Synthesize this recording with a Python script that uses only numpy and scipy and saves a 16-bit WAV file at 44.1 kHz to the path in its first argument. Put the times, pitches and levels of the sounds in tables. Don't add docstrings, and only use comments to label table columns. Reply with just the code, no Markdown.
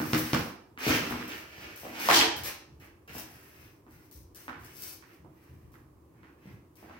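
import sys
import numpy as np
from scipy import signal
from scipy.fft import rfft, irfft, next_fast_len
from scipy.io import wavfile

SR = 44100
rng = np.random.default_rng(int(sys.argv[2]) if len(sys.argv) > 2 else 0)


def materialize(psi):
    bounded = np.clip(np.atleast_2d(psi).T, -1, 1)
    quanta = np.round(bounded * 32767).astype(np.int16)
    wavfile.write(sys.argv[1], SR, quanta)


N = 308556


def amp(db):
    return 10 ** (np.asarray(db) / 20)


def unit(x):
    return x / np.sqrt(np.mean(np.sum(x ** 2, -1)) + 1e-20)


def curve_at(points, hz):
    knots_hz, values = np.transpose(points)
    return np.interp(np.log(hz + 1), np.log(knots_hz), values)


def add(mix, start_s, sound):
    part = mix[:, max(round(start_s * SR), 0):][:, :sound.shape[1]]
    part += sound[:, :part.shape[1]]


def equalise(x, spectrum):
    size = next_fast_len(len(x) + SR)
    gain = amp(curve_at(spectrum, np.fft.rfftfreq(size, 1 / SR)))
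    return irfft(rfft(x, size) * gain, size)[:len(x)]


def colour(x, spectrum, top_hz=1e6, size=2048):
    hz = np.fft.rfftfreq(size, 1 / SR)
    log_gain = np.log(amp(curve_at(spectrum, hz)) / np.sqrt(1 + (hz / top_hz) ** 4))
    mirrored = np.concatenate([log_gain, log_gain[-2:0:-1]])
    taps = np.fft.ifft(np.exp(np.conj(signal.hilbert(mirrored)))).real
    return signal.fftconvolve(x, taps)[:len(x)]


def pulse(hz, spread, order=1, size=16384):
    edges_hz = np.clip([hz / (1 + spread), hz * (1 + spread)], 10, SR / 2 - 10)
    band = signal.butter(order, edges_hz, "band", fs=SR, output="sos")
    return unit(signal.sosfilt(band, signal.unit_impulse(size)))


def ring(modes, size=16384):
    t = np.arange(size) / SR
    vibration = np.zeros(size)
    for hz, level_db, t60_s in modes:
        envelope = amp(level_db + rng.normal(0, 1) - 60 * t / t60_s)
        vibration += envelope * np.sin(2 * np.pi * hz * t) * rng.choice([-1, 1])
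    return unit(vibration)


# frequency_hz, t60_s
REVERB_TIMES = [(80, 0.32), (250, 0.5), (700, 0.62), (2000, 0.47), (5000, 0.48), (9000, 0.34),
                (15000, 0.25)]
# delay_s, relative_gain
WALL_ECHOES = [(.0088, 0.24), (0.0141, 0.66), (0.0155, 0.71), (0.024, 0.32)]
def garage(x, direct_db, wall_db, pan_db=0, left_lead_s=.00025, build_s=0.0016, size=36000):
    reflections = rng.choice([-1., 1.], (2, size)) * (rng.random((2, size)) < 0.1)
    hz, t, bands = signal.stft(reflections, SR, nperseg=256)
    decay = amp(-60 * t / curve_at(REVERB_TIMES, hz)[:, None])
    build_up = 1 - np.exp(-t / build_s)
    response = unit(signal.istft(bands * decay * build_up, SR, nperseg=256)[1])
    for channel, lag_s in enumerate([-left_lead_s, left_lead_s]):
        response[channel, max(round(SR * lag_s), 0)] += amp(direct_db)
        for delay_s, gain in WALL_ECHOES:
            arrival_s = abs(delay_s + rng.normal(0, .0003))
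            response[channel, round(SR * arrival_s)] += gain * amp(wall_db)
    return signal.fftconvolve(x[None], unit(response), axes=1) * amp([[pan_db / 2], [-pan_db / 2]])


# frequency_hz, relative_db
AIR_SPECTRUM = [(25, -24), (50, -8), (75, 3.5), (110, -1), (160, -5), (215, -11.5), (320, 0.5), (450, -9),
                (700, -18.5), (1120, -16), (1400, -27.5), (2600, -32.5), (3600, -37.5), (15500, -36.5)]
def air(level_db=-58.5):
    rush = np.array([equalise(noise, AIR_SPECTRUM) for noise in rng.standard_normal((2, N))])
    return amp(level_db) * np.sqrt(N) * unit(rush)


def thud(level_db, hz):
    push = amp(level_db) * pulse(hz, spread=0.5, order=2)
    return garage(push, direct_db=-8.5, wall_db=-11.5, build_s=0.036)


# start_s, level_db, pitch_hz
HEEL_STRIKES = [(1.281, -24, 111.8), (1.581, -19.5, 116), (2.169, -16, 115), (2.362, -14, 91),
                (2.68, -19.5, 91.5), (2.8, -26.5, 90.6), (3.098, -16.5, 117), (3.32, -26, 128.5),
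                (3.579, -23, 92.3), (3.9, -24.5, 98), (4.15, -16.5, 71.5), (4.564, -21.5, 103.9),
                (4.741, -27.5, 134), (5.199, -22, 138), (5.491, -18, 100), (5.632, -16.5, 89),
                (5.84, -23.5, 105.4), (6.15, -27.5, 123), (6.456, -15.5, 149), (6.9, -29, 137)]
def footsteps(toe_delay_s=0.054, toe_db=-3.5, toe_pitch_ratio=0.72):
    out = np.zeros((2, N))
    for start_s, level_db, pitch_hz in HEEL_STRIKES:
        add(out, start_s, thud(level_db, pitch_hz))
        add(out, start_s + toe_delay_s, thud(level_db + toe_db, pitch_hz * toe_pitch_ratio))
    return out


def grains(length, per_s, spread_db):
    sizes = amp(spread_db * np.minimum(rng.exponential(1, length), 5))
    return sizes * rng.standard_normal(length) * (rng.random(length) < per_s / SR)


# frequency_hz, relative_db
SCRAPE_SPECTRUM = [(100, -19), (330, 2), (600, -4.5), (1100, -4.5), (1700, 1), (2600, 2), (3600, -6.5),
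                   (5800, -1.5), (8000, -9.5), (16000, -24)]
GRIT_SPECTRUM = [(1500, -20.5), (3500, -11.5), (5800, -2), (7300, -10), (8400, -4.5), (9600, -7),
                 (12000, -2), (15800, -1.5)]
def rub(pressure, scrape_db, grit_db):
    n = len(pressure)
    top_hz = 3600 * 2 ** ((grit_db + 47) / 32)
    slips = grains(n, per_s=5000, spread_db=3.5)
    scrape = amp(scrape_db) * unit(colour(slips, SCRAPE_SPECTRUM, top_hz))
    fizz = unit(grains(n, per_s=1700, spread_db=2.0))
    cracks = amp(-2.5) * unit(grains(n, per_s=54, spread_db=5.5))
    sand = fizz + cracks
    sand[0] += amp(-8)
    grit = amp(grit_db) * unit(colour(sand, GRIT_SPECTRUM))
    return garage((scrape + grit) * pressure * np.sqrt(n), direct_db=-5.5, wall_db=-6.5)


def stroke(initial, swell_s, fade_s):
    end_s = swell_s + fade_s
    return np.interp(np.arange(0, end_s, 1 / SR), [0, swell_s, end_s], [initial, 1, 0])


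# peak_s, swell_s, fade_s, scrape_db, grit_db
SKIDS = [(.16, .15, 0.4, -40, -36.5), (.89, .11, 0.15, -26.5, -33), (1.04, .07, 0.39, -40, -46.5),
         (2.001, .11, 0.057, -36, -46), (2.139, .19, .13, -28.5, -29), (3.157, .06, .13, -46.5, -41.5),
         (3.32, .12, 0.41, -58.5, -56), (3.62, 0.27, 0.16, -60, -56.5), (3.93, 0.089, 0.28, -63, -62),
         (4.65, .12, 0.21, -56.5, -55.5), (4.87, .19, 0.1, -53, -39.5), (5.11, .14, 0.11, -61, -64.5),
         (5.43, .2, 0.41, -66.5, -68), (6.26, 0.19, .08, -62.5, -78), (6.48, .13, .13, -58.5, -67),
         (6.92, 0.18, 0.24, -55.5, -70)]
# start_s, fade_s, scrape_db, grit_db
LANDINGS = [(0, 0.094, -41, -40.5), (0.334, 0.096, -35.5, -47), (0.787, 0.093, -40, -49),
            (1.761, 0.21, -54, -48), (2.363, 0.059, -44, -43), (2.436, 0.078, -36, -33.5),
            (2.8, 0.1, -53.5, -59.5), (3.077, 0.066, -47, -53.5), (4.113, 0.121, -71, -51.5),
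            (4.348, 0.16, -57, -49.5), (5.72, .14, -72, -65.5), (6.756, 0.19, -62, -60)]
# time_s, level_db
ROLL_LEVELS = [(1.28, -46), (1.352, -45), (1.462, -57.5), (1.638, -48), (1.814, -61), (1.85, -48),
               (1.906, -56), (1.94, -48)]
def friction():
    out = np.zeros((2, N))
    for peak_s, swell_s, fade_s, scrape_db, grit_db in SKIDS:
        pressure = stroke(0, swell_s, fade_s) ** 1.225
        add(out, peak_s - swell_s, rub(pressure, scrape_db, grit_db))
    for start_s, fade_s, scrape_db, grit_db in LANDINGS:
        pressure = stroke(initial=1, swell_s=.008, fade_s=fade_s)
        add(out, start_s, rub(pressure, scrape_db, grit_db))
    times_s, levels_db = np.transpose(ROLL_LEVELS)
    peak_db = levels_db.max()
    t = np.arange(times_s[0], times_s[-1], 1 / SR)
    pressure = amp(np.interp(t, times_s, levels_db) - peak_db)
    add(out, times_s[0], rub(pressure, scrape_db=peak_db + 2.5, grit_db=peak_db - 4.5))
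    return out


# start_s, level_db
CLATTER_BLOWS = [(2.098, 8), (2.111, 0.5), (2.126, -2.5), (2.131, 9), (2.149, 5.5), (2.157, 7.5),
                 (2.176, 7), (2.198, 6.5), (2.210, 4.5)]
# pitch_hz, relative_db, t60_s
CLATTER_MODES = [(295, -3, .18), (331, -2, .18), (441, 1, .17), (520, -3, .07), (651, -7, .1),
                 (746, -2, .16), (835, -1, .14), (946, 0, .14), (1853, -5, .1), (2214, -7, .13),
                 (3067, 3, .22), (3112, 1, .22), (3207, 2, .24), (3349, 3, .28), (3838, -5, .1),
                 (4051, -5, .12), (4149, -3, .16), (4935, -7, .1), (5163, -6, .12)]
# frequency_hz, relative_db
CRACK_SPECTRUM = [(200, -16), (500, -8.5), (3000, -7.5), (5900, -6), (7000, -8.5), (8200, -7.5),
                  (9400, -14.5), (11500, -4.5), (16000, -14.5)]
def clatter(hardest_s=2.156, hard_width_s=0.032):
    out = np.zeros((2, N))
    low_modes = [mode for mode in CLATTER_MODES if mode[0] < 2000]
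    bright_modes = [mode for mode in CLATTER_MODES if mode[0] >= 2000]
    for start_s, level_db in CLATTER_BLOWS:
        hardness = np.exp(-((start_s - hardest_s) / hard_width_s) ** 2)
        crack_hz = np.interp(hardness, [0, 1], [1740, 4900])
        crack = unit(colour(pulse(crack_hz, spread=0.27), CRACK_SPECTRUM))
        bright_ring = amp(-18.5 + 16 * hardness) * ring(bright_modes)
        low_ring = amp(-5 - 5 * hardness) * ring(low_modes)
        blow = amp(level_db) * (crack + bright_ring + low_ring)
        add(out, start_s, garage(blow, direct_db=-11.5, wall_db=-5.0, left_lead_s=-.00036))
    return out


# start_s, level_db, tock_hz, boom_over_tock_db, left_over_right_db
KNOCKS_AND_TAPS = [(0.002, -5, 1160, 5, 0), (0.1331, 1.5, 1470, 3.5, 1.5), (0.3326, 1.5, 1128, 4.5, 0),
                   (0.776, -13.5, 1520, -7, 1.5), (0.866, -4.5, 594, 9.5, 7.5), (0.893, -2.5, 1206, 6.5, 0),
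                   (0.934, -5, 2300, 1, 0), (1.022, -14, 1200, 7.5, -6), (1.1093, -6, 1074, 2, 5.5),
                   (1.2126, -13.5, 1720, 2.5, 0), (1.32, -15, 2313, -16, 0), (1.833, -18, 650, 0, 5),
                   (1.852, -13, 660, -1, 3), (2.0878, 11, 943, -26, 5), (3.152, -15.5, 688, 0.5, 0),
                   (3.866, -30, 985, 1.5, 1), (4.481, -8.5, 1220, -7, 0.5), (4.53, -20, 1620, -8, -2),
                   (5.025, -26, 1470, -13, -3), (5.247, -29.5, 696.6, 2.5, -4),
                   (5.741, -28.5, 1337, 1.5, -2.5), (6.232, -28, 1394, -2.5, -1),
                   (6.828, -24.5, 687, 3.5, -2.5), (6.897, -21.5, 880, -4, 5)]
# pitch_hz, relative_db, t60_s
PIN_MODES = [(243, -1, .19), (313, 0, .18), (160, -4, .05), (280, -2, .05), (385, -5, .05), (480, -3, .05),
             (665, -14, .1)]
# delay_s, relative_db
PIN_BOUNCES = [(0, 0), (.016, -9), (.062, -13)]
# frequency_hz, relative_db
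SNAP_SPECTRUM = [(500, -14), (1000, -6), (2500, -1), (4000, -3.5), (5600, -2.5), (6800, -12.5),
                 (9500, -17.5), (12000, -17.5), (16000, -13)]
def knocks_and_taps(slab_db=-7.5, slab_hz=125):
    out = np.zeros((2, N))
    for start_s, level_db, tock_hz, boom_db, pan_db in KNOCKS_AND_TAPS:
        tock = pulse(tock_hz, spread=0.48, order=2)
        for delay_s, bounce_db in PIN_BOUNCES:
            body = amp(level_db + bounce_db) * (tock + amp(boom_db) * ring(PIN_MODES))
            add(out, start_s + delay_s, garage(body, direct_db=-3, wall_db=-4.5, pan_db=pan_db))
        snap_db = min(-4.5 + 3.1 * level_db, 0)
        snap = amp(snap_db) * unit(colour(signal.unit_impulse(len(tock)), SNAP_SPECTRUM))
        add(out, start_s, garage(snap, direct_db=-2.0, wall_db=-4.5, pan_db=pan_db, left_lead_s=.00004))
        add(out, start_s, thud(level_db + boom_db + slab_db, slab_hz))
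    return out


def scene():
    return knocks_and_taps() + clatter() + friction() + footsteps() + air()


# frequency_hz, side_over_mid_db
STEREO_WIDTH = [(60, -16), (150, -10.5), (250, -12.5), (350, -10.5), (440, -2), (16000, 1)]
# frequency_hz, left_over_right_db
MIC_BALANCE = [(300, 0), (600, -2), (1250, -6.5), (2400, -0.5), (4400, 0), (8000, 1.5), (11000, 6),
               (15000, 10.5)]
def record(dry, low_cut_hz=48, high_cut_hz=15950):
    dry = signal.sosfilt(signal.butter(2, low_cut_hz, "high", fs=SR, output="sos"), dry)
    mid_curve = [(hz, 10 * np.log10(2 / (1 + amp(db) ** 2))) for hz, db in STEREO_WIDTH]
    side = equalise((dry[0] - dry[1]) / 2, STEREO_WIDTH)
    mid = equalise((dry[0] + dry[1]) / 2, mid_curve)
    left = equalise(mid + side, [(hz, db / 2) for hz, db in MIC_BALANCE])
    right = equalise(mid - side, [(hz, -db / 2) for hz, db in MIC_BALANCE])
    low_pass = signal.firwin(511, high_cut_hz, window=("kaiser", 9), fs=SR)
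    return signal.oaconvolve(np.array([left, right]), low_pass[None], "same")


dry = scene()
out = record(dry)
materialize(out)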